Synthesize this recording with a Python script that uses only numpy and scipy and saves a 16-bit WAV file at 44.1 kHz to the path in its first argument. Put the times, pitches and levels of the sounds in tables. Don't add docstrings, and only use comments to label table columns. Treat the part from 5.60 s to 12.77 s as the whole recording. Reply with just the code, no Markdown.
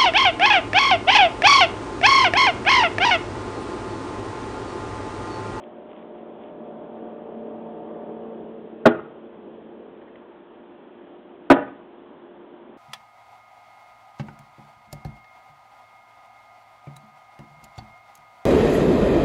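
import sys
import numpy as np
from scipy import signal
from scipy.io import wavfile
from scipy.ndimage import uniform_filter1d

SR = 44100
rng = np.random.default_rng(int(sys.argv[2]) if len(sys.argv) > 2 else 0)


def master(y):
    cut = np.clip(np.atleast_2d(y).T, -1, 1)
    pcm = np.round(cut * 32767)
    wavfile.write(sys.argv[1], SR, pcm.astype(np.int16))


def volts_from_decibels(level):
    exponent = np.asarray(level, float) / 20
    return 10 ** exponent


N = 316365

# f/Hz, level/dB per Hz
YARD_WASH = [(15, -58.5), (40, -18), (90, -20.5), (150, -22.5), (232, 1), (350, -0.5), (560, -7.5),
             (950, -10), (1300, -17), (1700, -20), (2100, -25), (3300, -25.5), (4500, -29)]
# f/Hz, rms level/dB
MAINS_HUM = [(250, -73), (350, -52), (400, -60.5), (600, -64), (700, -78.5)]
# t/s, length/s, level/dB
RUSTLE = [
    (0, 0.051, -63),
    (0.282, 0.15, -62),
    (0.546, 0.076, -68),
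    (0.794, .11, -63),
    (4.39, .12, -86.5),
]
# t/s, peak level/dB, f/Hz, T60/s
TICKS = [
    (0.33, -35.5, 1180, 0.025),
    (4.355, -63, 1260, .05),
    (4.415, -49, 1760, .06),
    (4.475, -50, 1860, 0.081),
    (4.555, -40, 1850, 0.025),
    (4.557, -51, 2670, .03),
]
# t/s, level/dB, clearness/dB per octave
ENGINE_PASS = [(0, -47.5, 4.5), (.35, -47.5, 2), (0.699, -45, 0.5), (1.2, -43, 2.5), (1.598, -42, 1),
               (1.899, -41, -1), (2.398, -41.5, 4), (2.798, -41.5, -2.5), (3.102, -44, -7.5),
               (3.702, -47.5, -6), (4.051, -45.5, -13.5), (4.45, -49.5, -3), (4.8, -56, 6),
               (5.5, -54.5, -3.5), (6.399, -57, 8)]
# multiple of the cycle rate, level/dB against neighbouring strong orders
FIRING_ORDERS = [(4.5, -13), (6, 0.5), (8, -21.5), (8.5, -4.5), (9.5, -8.5), (11, -4), (12, 0), (13.5, -12),
                 (15, -4.5), (16, -2.5), (17.5, -14), (19, -7.5), (20, -16.5), (24, -16), (31, -22)]
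# order, slope/dB per dB of loudness, level/dB gained ahead and lost behind
BEAM = [(6, 1.73, -1), (12, 2, -6.5), (16, 1.3, 7), (19, 1.7, 4.5)]
# f/Hz, level/dB per Hz
EXHAUST_ROAR = [(30, -41.5), (60, -12), (125, -20), (216, -1.5), (300, -1.5), (450, -1.5), (650, -4.5),
                (900, -10.5), (1250, -22), (1700, -32.5), (2500, -49.5), (4000, -81)]
# f/Hz, T60/s
TAIL_DECAY = [(150, 0.57), (400, 0.37), (1000, 0.48), (2000, 0.49), (4000, 0.63)]
# f/Hz, level/dB
SURFACE_LOSS = [(1800, -2), (2600, -8), (4500, -18)]
# delay/s, level/dB, brightness 0-1
SLAPS = [
    [(.05, -21.5, 0), (.085, -29.5, 0), (.125, -29.5, 0), (.19, -41, .4)],
    [(.052, -20, 0.3), (.072, -28.5, 0), (.108, -27.5, 1), (.165, -37, 0.4)],
]
# t/s, blow level/dB, crack level/dB, free ringing/s, damping/dB
DARTS = [
    (3.2546, 1, -4.5, .034, 0),
    (5.9001, 7, -0.5, 0.014, -15.5),
]
# f/Hz, level/dB, T60/s
WALL_MODES = [
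    [(238.9, 4, 0.11), (306, -13.5, 0.19), (338.2, -9, 0.29), (407.5, -15.5, 0.18), (426.2, -8.5, 0.26),
     (526, 0, 0.082), (641.5, 13, 0.037), (793.5, -14, .12), (847, -4, 0.066), (1087, -9, 0.075),
     (1175, -13.5, .08), (1457, 7.5, 0.023), (1880, -11.5, 0.087), (2000, -9.5, 0.053), (2400, -11, 0.0079)],
    [(233.7, -15, 0.25), (272.7, 1, 0.27), (340, -0.5, 0.21), (395.8, -6.5, 0.24), (467, -13, 0.21),
     (605, -4, 0.09), (679.2, -0.5, 0.083), (777.5, -15, 0.15), (978, -7, 0.16), (1221, -8, 0.062),
     (1317, -1.5, 0.045), (1516, -9, 0.082), (1690, -13, 0.036), (1797, -24.5, 0.051), (2198, -14, 0.1)],
]
# f/Hz, level/dB per Hz
TIP_CRACK = [(30, -66.5), (100, -12), (240, -4.5), (650, 2), (1000, -8.5), (1500, -9), (2300, -20.5),
             (3300, -22), (4500, -17)]
# f/Hz, level/dB
MICROPHONE = [(3300, 0.5), (3500, -2), (3700, -8), (4100, -16.5), (4400, -32), (4700, -63)]

WASH_DB, WASH_PATCHY_DB = -48, 0.9
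RUSTLE_RISE_S, RUSTLE_FALL_S = 0.0456, 0.011
CYCLE_HZ, DOPPLER_HZ = 37.58, 0.62
ABREAST_S, PASS_S = 2.0, 3.0
TONE_DB, LOUDEST_DB = -44.5, -41
TONE_CLEAR = 1.1
TAIL_DB = -13.5
SCATTER_T60_S = 0.12
RISE_S, SETTLE_S, CRACK_T60_S = 0.012, 0.018, 0.08
COUPLING_HZ = 50
LIMIT_DB, LIMIT_SHARE = -6.5, 0.43


def evened(x):
    return x / np.sqrt(np.mean(x ** 2) + 1e-20)


def read(points, hz):
    f, value = np.transpose(points)
    return np.interp(np.log(hz + 1), np.log(f + 1), value)


def add(mix, s, sound):
    part = mix[round(s * SR):][:len(sound)]
    part += sound[:len(part)]


def drift(top_hz):
    t = np.arange(0, N + 256, 256) / SR
    rates = np.geomspace(top_hz / 16, top_hz, num=16)
    waves = sum(np.sin(2 * np.pi * (f * t + rng.random())) for f in rates)
    return np.interp(np.arange(N) / SR, t, evened(waves))


def noise(shape_db, patchy_db):
    frames, hz = N // 256 + 5, np.fft.rfftfreq(1024, 1 / SR)
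    t = np.arange(frames) * 256 / SR
    real, imaginary, patches = rng.standard_normal((frames, 513, 3)).T
    patches = uniform_filter1d(patches, size=8, axis=0)
    patches = evened(uniform_filter1d(patches, size=10, axis=1))
    gain = volts_from_decibels(shape_db(hz[:, None], t) + patchy_db * patches)
    return signal.istft((real + 1j * imaginary) * gain, nperseg=1024, noverlap=768)[1][:N]


def coloured(x, points):
    gain_db = np.maximum(read(points, abs(np.fft.fftfreq(8192, 1 / SR))), -100)
    log_gain = np.log(volts_from_decibels(gain_db))
    taps = np.fft.ifft(np.exp(np.conj(signal.hilbert(log_gain)))).real[:4096]
    return signal.oaconvolve(x, taps)[:len(x)]


def yard_wash():
    level_db = WASH_DB + 0.22 * drift(top_hz=34)
    return volts_from_decibels(level_db) * evened(noise(lambda f, t: read(YARD_WASH, f), WASH_PATCHY_DB))


def mains_hum():
    t = np.arange(N) / SR
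    out = np.zeros(N)
    for hz, db in MAINS_HUM:
        level = np.sqrt(2) * volts_from_decibels(db + 0.47 * drift(top_hz=4.2))
        out += level * np.sin(2 * np.pi * (hz * t + rng.random()))
    return out


def rustle():
    t = np.arange(N) / SR
    unevenness = uniform_filter1d(rng.standard_normal(N), size=100) * 10
    grains = rng.standard_normal(N) * volts_from_decibels(5.6 * unevenness)
    band = signal.butter(4, [1800, 3500], "band", fs=SR, output="sos")
    cloth = evened(signal.sosfilt(band, grains))
    out = np.zeros(N)
    for s, length, db in RUSTLE:
        rise = (t - s) / RUSTLE_RISE_S + 0.5
        fall = (s + length - t) / RUSTLE_FALL_S + 0.5
        out += volts_from_decibels(db) * np.clip(np.minimum(rise, fall), 0, 1) * cloth
    return out


def ticks():
    t = np.arange(4000) / SR
    out = np.zeros(N)
    for s, db, hz, t60 in TICKS:
        envelope = volts_from_decibels(db - 60 * t / t60) * np.minimum(t / 0.0017, 1)
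        wobble = 1.2 * evened(uniform_filter1d(rng.standard_normal(len(t)), size=60))
        add(out, s, envelope * np.sin(2 * np.pi * hz * t + wobble))
    return out


def engine():
    t = np.arange(N) / SR
    s, level, clearness = np.transpose(ENGINE_PASS)
    roar_db = np.interp(t, s, level)
    clear_db = np.interp(t, s, clearness)
    facing = (ABREAST_S - t) / np.hypot(ABREAST_S - t, PASS_S)
    rate_hz = (CYCLE_HZ + DOPPLER_HZ * facing) * (1 + 0.0017 * drift(top_hz=8))
    turns = np.cumsum(rate_hz) / SR
    order, follow, ahead_db = np.transpose(BEAM)
    tones = np.zeros(N)
    for k, db in FIRING_ORDERS:
        near_db = TONE_DB + np.interp(k, order, follow) * (roar_db - LOUDEST_DB)
        near_db += np.interp(k, order, ahead_db) * facing
        near_db += max(np.log2(k / 12), 0) * TONE_CLEAR * clear_db
        level = np.sqrt(2) * volts_from_decibels(near_db + db + 2.58 * drift(top_hz=23.84))
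        tones += level * np.cos(2 * np.pi * (k * turns + rng.random()))

    def roar_shape(f, time):
        octaves = np.clip(np.log2((f + 1) / 550), 0, 1.3)
        return read(EXHAUST_ROAR, f) + np.interp(time, s, clearness) * octaves

    throb = 1 + 0.2 * np.cos(2 * np.pi * turns)
    return tones + volts_from_decibels(roar_db - 1.0) * throb * evened(noise(roar_shape, patchy_db=-0.85))


def echoes(x, slaps):
    taps = np.zeros(SR // 2)
    at = np.arange(900, len(taps) - 20, 20)
    taps[at + rng.integers(0, 20, len(at))] = rng.choice([-1., 1.], len(at))
    hz, t, z = signal.stft(taps, SR, nperseg=256)
    decay = volts_from_decibels(-60 * t / read(TAIL_DECAY, hz)[:, None])
    response = signal.istft(z * decay, SR, nperseg=256)[1]
    response *= volts_from_decibels(TAIL_DB) / np.linalg.norm(response)
    for delay, db, bright in slaps:
        smear = rng.standard_normal(400) * np.hanning(400)
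        smear -= bright * uniform_filter1d(smear, size=40)
        add(response, delay, volts_from_decibels(db) * smear / np.linalg.norm(smear))
    return signal.fftconvolve(coloured(x, SURFACE_LOSS), response)


def wall_ring(blow_db, free_s, damp_db, modes):
    t = np.arange(SR // 2) / SR
    ring = np.zeros(len(t))
    for hz, db, t60 in modes:
        spread = np.minimum(t / RISE_S * np.cbrt(hz / 500), 1)
        ring += spread * volts_from_decibels(db - 60 * t / t60) * np.sin(2 * np.pi * (hz * t + rng.random()))
    damping = volts_from_decibels(damp_db * np.clip((t - free_s) / SETTLE_S, 0, 1))
    return volts_from_decibels(blow_db) * 0.65 * ring * damping


def tip_crack(crack_db):
    t = np.arange(SR // 2) / SR
    bite = np.minimum(1.4 * t / RISE_S, 1) * volts_from_decibels(-60 * np.maximum(t - RISE_S, 0) / CRACK_T60_S)
    return volts_from_decibels(crack_db) * evened(coloured(rng.standard_normal(len(t)), TIP_CRACK)) * bite


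def scene():
    out = yard_wash() + mains_hum() + rustle() + ticks() + engine()
    for (s, blow_db, crack_db, free_s, damp_db), modes, slaps in zip(DARTS, WALL_MODES, SLAPS):
        ring = wall_ring(blow_db, free_s, damp_db, modes)
        crack = tip_crack(crack_db)
        add(out, s, ring + crack)
        burst = ring * volts_from_decibels(-60 * np.arange(len(ring)) / SR / SCATTER_T60_S)
        add(out, s, echoes(volts_from_decibels(-0.5) * burst + volts_from_decibels(2) * crack, slaps))
    return out[None]


def band_limit(x):
    return signal.sosfilt(signal.butter(12, 16590, fs=SR, output="sos"), x)


def record(dry):
    coupled = signal.lfilter(*signal.butter(2, COUPLING_HZ, "high", fs=SR), dry[0])
    narrow = coloured(coupled, MICROPHONE)
    power = uniform_filter1d(uniform_filter1d(narrow ** 2, size=130), size=130)
    power_db = 10 * np.log10(abs(power) + 1e-12)
    held = narrow * volts_from_decibels(-LIMIT_SHARE * np.maximum(power_db - LIMIT_DB, 0))
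    mix = np.clip(held[None], -0.71, 0.71)
    return band_limit(mix)


dry = scene()
out = record(dry)
master(out)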